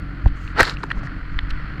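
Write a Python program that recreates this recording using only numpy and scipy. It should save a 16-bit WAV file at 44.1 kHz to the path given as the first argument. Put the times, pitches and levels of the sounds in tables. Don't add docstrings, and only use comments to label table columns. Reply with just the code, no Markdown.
import sys
import numpy as np
from scipy import signal
from scipy.fft import rfft, irfft
from scipy.io import wavfile
from scipy.ndimage import uniform_filter1d

SR = 44100
rng = np.random.default_rng(int(sys.argv[2]) if len(sys.argv) > 2 else 0)


def int16_out(signal):
    q = np.round(np.clip(np.atleast_2d(signal).T, -1, 1) * 32767)
    wavfile.write(sys.argv[1], SR, q.astype(np.int16))


def nominal_scale(level):
    x = np.asarray(level, float) / 20
    return 10 ** x


N = 79380

# centre [Hz], width [Hz], level [dB].
CASE_MODES = [(437, 180, -12), (1013, 362, -7), (1360, 251, 3.5), (1930, 608, -3.5), (3290, 600, -16),
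              (4300, 460, -17.5)]


def level(x, db):
    return x * nominal_scale(db) / np.sqrt(np.mean(x ** 2))


def band(x, hz, width_hz):
    return signal.lfilter(*signal.iirpeak(min(hz, 0.45 * SR), hz / width_hz, fs=SR), x)


def body(x, modes):
    out = 0
    for k, (hz, width_hz, db) in enumerate(modes):
        out = out + (-1) ** k * nominal_scale(db) * band(x, hz, width_hz)
    return out


def wall(x):
    return signal.sosfilt(signal.butter(6, 5100, fs=SR, output="sos"), x)


def curve(table, axis):
    rows = np.array(table)
    return np.interp(np.arange(N) / SR, rows[:, 0], rows[:, axis])


def walk(rate_hz):
    hold = int(SR / rate_hz)
    steps = np.repeat(rng.standard_normal(N // 50), hold)[:N]
    return 1.383 * uniform_filter1d(uniform_filter1d(steps, hold), hold)


def grains(rate_hz, spread_db):
    chance, side, size = rng.random((3, N))
    return (chance < rate_hz / SR) * np.sign(side - 0.5) * nominal_scale(-spread_db * np.log(size + 0.04))


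def engine():
    # time [s], firing rate [Hz], drone level [dB], clatter level [dB].
    idle = [
        (0.0, 48.74, -24.5, -41),
        (0.08, 46.64, -32.5, -41.5),
        (0.32, 44.95, -29, -42.5),
        (0.39, 45.05, -30, -40.5),
        (0.826, 48.48, -34, -40.5),
        (1.002, 47.61, -31.5, -40),
        (1.212, 44.81, -32.5, -42),
        (1.504, 46.59, -31, -40),
        (1.594, 48.65, -31.5, -38.5),
        (1.8, 49.46, -31.5, -39),
    ]
    # centre [Hz], width [Hz], level [dB].
    exhaust_modes = [(44.4, 23, 3.5), (102.5, 29, -5.5), (141.6, 15, -3.5), (195, 44, -11),
                     (278.6, 17.3, -5.5), (323, 17.7, -12)]
    phase = np.cumsum(curve(idle, axis=1) * (1 + 0.01967 * walk(25))) / SR
    firing = phase.astype(int)
    strength = nominal_scale(2.4 * rng.standard_normal(200))[firing]
    pulses = np.diff(firing, prepend=0) * strength
    drone = level(body(pulses, exhaust_modes), 0)
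    drone = signal.sosfilt(signal.butter(4, 340, fs=SR, output="sos"), drone)

    gate = 0.59 + 0.82 * np.exp(-(phase % 1) / 0.9)
    rattle = rng.standard_normal(N) + 2.4 * grains(1000, 2.5)
    clatter = wall(body(gate * nominal_scale(0.75 * walk(7.1)) * rattle, CASE_MODES))
    clatter = level(clatter * nominal_scale(curve(idle, axis=3)), -40.5)
    return nominal_scale(curve(idle, axis=2)) * drone + clatter


def rumble():
    # frequency [Hz], density [dB per Hz].
    spectrum = np.array([(20, -1.5), (45, 6), (75, -15), (110, 0), (150, 3), (226, -9.5), (295, -5.5),
                         (420, -21), (800, -21)])
    hz = np.fft.rfftfreq(N, 1 / SR) + 1
    gain_db = np.interp(np.log(hz), np.log(spectrum[:, 0]), spectrum[:, 1], right=-99)
    noise = irfft(rfft(rng.standard_normal(N)) * nominal_scale(gain_db), N)
    return level(noise * nominal_scale(2 * walk(5)), -36.5)


def hiss():
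    wide = level(band(rng.standard_normal(N), 8200, 20000), -79)
    hump = level(band(rng.standard_normal(N), 6900, 2500), -78.5)
    return wide + hump


def hand_shake():
    # time [s], level [dB].
    load = [(0.0, -12), (0.08, -67), (0.224, -35), (0.26, -13), (0.4, -36), (0.586, -64), (0.62, -20),
            (0.68, -46), (0.932, -63), (0.962, -21.5), (1.268, -28), (1.538, -19.5), (1.564, -22.5),
            (1.8, -30.5)]
    tremble = band(band(rng.standard_normal(N), 11, 30), 11, 30)
    return level(tremble, 0) * nominal_scale(curve(load, axis=1) - 4.5)


def pushes():
    # start [s], signed strength [full scale], length [s].
    shoves = [(0.236, -0.29, 0.0096), (0.2513, -1.48, .0152), (.303, -0.14, .015), (0.438, 0.14, 0.018),
              (0.612, 0.46, .014), (0.728, .08, 0.022), (.966, 0.19, 0.00968), (1.073, 0.11, 0.015),
              (1.337, 0.2, 0.035), (1.38, 0.032, 0.033), (1.42, -0.12, 0.019), (1.5153, 0.25, 0.022)]
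    t, force = np.arange(N) / SR, np.zeros(N)
    for start, strength, length in shoves:
        progress = np.clip((t - start) / length, 0, 1)
        force += strength * np.sin(np.pi * progress ** 2.4) ** 2
    mount = band(force, 44.3, 85)
    return 0.987 * mount + 0.27 * band(force, 140, 260)


def rubs():
    # start [s], length [s], level [dB], pitch [Hz].
    strokes = [(0.24, 0.037, -65.5, 6000), (0.268, 0.018, -44.5, 2920), (0.348, 0.19, -62, 6500),
               (.39, .125, -74, 10600), (0.773, 0.108, -65.5, 6200), (0.889, 0.042, -58, 4900),
               (0.947, 0.057, -61, 5400), (1.028, 0.047, -57, 5100), (1.308, 0.083, -71, 5500),
               (1.493, 0.015, -49, 4300), (1.503, .011, -34.5, 2680), (1.52, 0.012, -82, 6800),
               (1.433, 0.006, -55, 3080)]
    t, out = np.arange(N) / SR, np.zeros(N)
    slip = (grains(4000, 3.0) + 0.6 * rng.standard_normal(N)) * nominal_scale(1.8 * walk(90))
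    for start, length, db, hz in strokes:
        progress = np.clip((t - start) / length, 0, 1)
        scrape = band(band(slip, hz, 0.45 * hz), hz, 0.7 * hz)
        out += np.sin(np.pi * progress) ** 0.6 * level(scrape, db)
    return out


def ticks():
    # time [s], peak level [dB], pitch [Hz], contact time [s], edge level [dB].
    contacts = [(0.2578, -17.5, 767, 0.0014, -41), (0.4763, -28, 2800, 0.001, -38),
                (.6060, 2, 1710, .0005, -13.5), (0.6303, -6.5, 1660, 0.00067, -8.5),
                (0.6512, -17, 4300, 0.0025, -34), (0.6952, -17, 4300, 0.0014, -24),
                (.7432, -44, 3860, .0003, 2), (0.769, -23.5, 2780, .0012, -39),
                (0.8315, -28.5, 4200, 0.0013, -42), (0.8337, -20, 1320, 0.00062, -46),
                (.8345, -28, 400, 0.00076, -44), (.8355, -18.5, 900, 0.0012, -30),
                (.8384, -21, 1600, 0.00046, -11), (.867, -52, 4500, 0.00055, -5),
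                (0.9021, -22, 1700, 0.0028, -32), (0.9102, -17.5, 1670, 0.0016, -39),
                (0.9131, -13.5, 1470, 0.0015, -25), (0.9157, -21.5, 3310, 0.0013, -46),
                (0.968, -33, 1000, 0.0023, -35), (1.029, -35, 640, 0.0021, -46),
                (1.0708, -22, 1810, 0.0015, -34), (1.3890, -11.5, 1890, 0.00031, -37),
                (1.3897, -16.5, 3000, 0.00097, -26.5), (1.5043, -26.5, 4170, 0.0022, -21)]
    length = 4096
    out, t = np.zeros(N + length), np.arange(length) / SR
    for at, db, hz, contact, edge_db in contacts:
        hit = rng.standard_normal(length) * t / contact * np.exp(-(t / contact) ** 2)
        spot = wall(band(band(hit, hz, 0.18 * hz), hz, 0.5 * hz))
        shell = wall(body(hit, CASE_MODES))
        edge = band(band(hit, 4700, 6000), 4700, 9000)
        tick = spot / abs(spot).max() + 0.48 * shell / abs(shell).max()
        tick = tick + nominal_scale(edge_db) * edge / abs(edge).max()
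        start = int(at * SR)
        out[start:start + length] += nominal_scale(db) * tick
    return out[:N]


def drag():
    # time [s], level [dB], brightness [dB].
    path = [
        (.535, -72, -8),
        (.563, -28, -23),
        (.582, -22.5, -8.5),
        (.603, -8, -8.5),
        (.612, -9.5, -6),
        (.618, -19, 1),
        (.664, -28, 1),
        (.684, -21.5, -3.5),
        (.76, -49, 5.5),
    ]
    t = np.arange(N) / SR
    fade_in = np.clip((t - path[0][0]) / 0.012, 0, 1)
    fade_out = np.clip((path[-1][0] - t) / 0.014, 0, 1)
    slip = (grains(3000, 2.5) + 0.52 * rng.standard_normal(N)) * nominal_scale(2.3 * walk(119.05))
    fine = (grains(5500, 7.5) + 0.5 * rng.standard_normal(N)) * nominal_scale(0.87 * walk(200.3))
    press_db = curve(path, axis=1)

    shell = level(wall(body(slip, CASE_MODES)), 0)
    panels = level(body(slip, [(389, 120, -7.5), (1000, 390, -7.5), (297, 360, -13.5)]), -2)
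    panels = panels * nominal_scale(0.48 * (press_db - press_db.max()))
    bright = level(wall(body(fine, [(4300, 1500, 27), (2800, 1000, -15)])), -8.5)
    top = level(band(band(fine, 7200, 2400), 6700, 3800), -22.5)
    air = level(band(fine, 9500, 9900), -32)
    scrape = shell + panels + nominal_scale(curve(path, axis=2)) * (bright + top + air)
    return fade_in * fade_out * nominal_scale(press_db) * scrape


def scene():
    outside = engine() + rumble() + hiss()
    hand = hand_shake() + pushes() + rubs() + ticks() + drag()
    return (outside + hand)[None]


def low_pass(x):
    return signal.sosfilt(signal.butter(12, 15940, fs=SR, output="sos"), x)


def record(dry):
    clipped = np.clip(dry, -0.68, 0.68)
    mix = signal.sosfilt(signal.ellip(8, 0.1, 60, 15900, fs=SR, output="sos"), clipped)
    return low_pass(mix)


dry = scene()
out = record(dry)
int16_out(out)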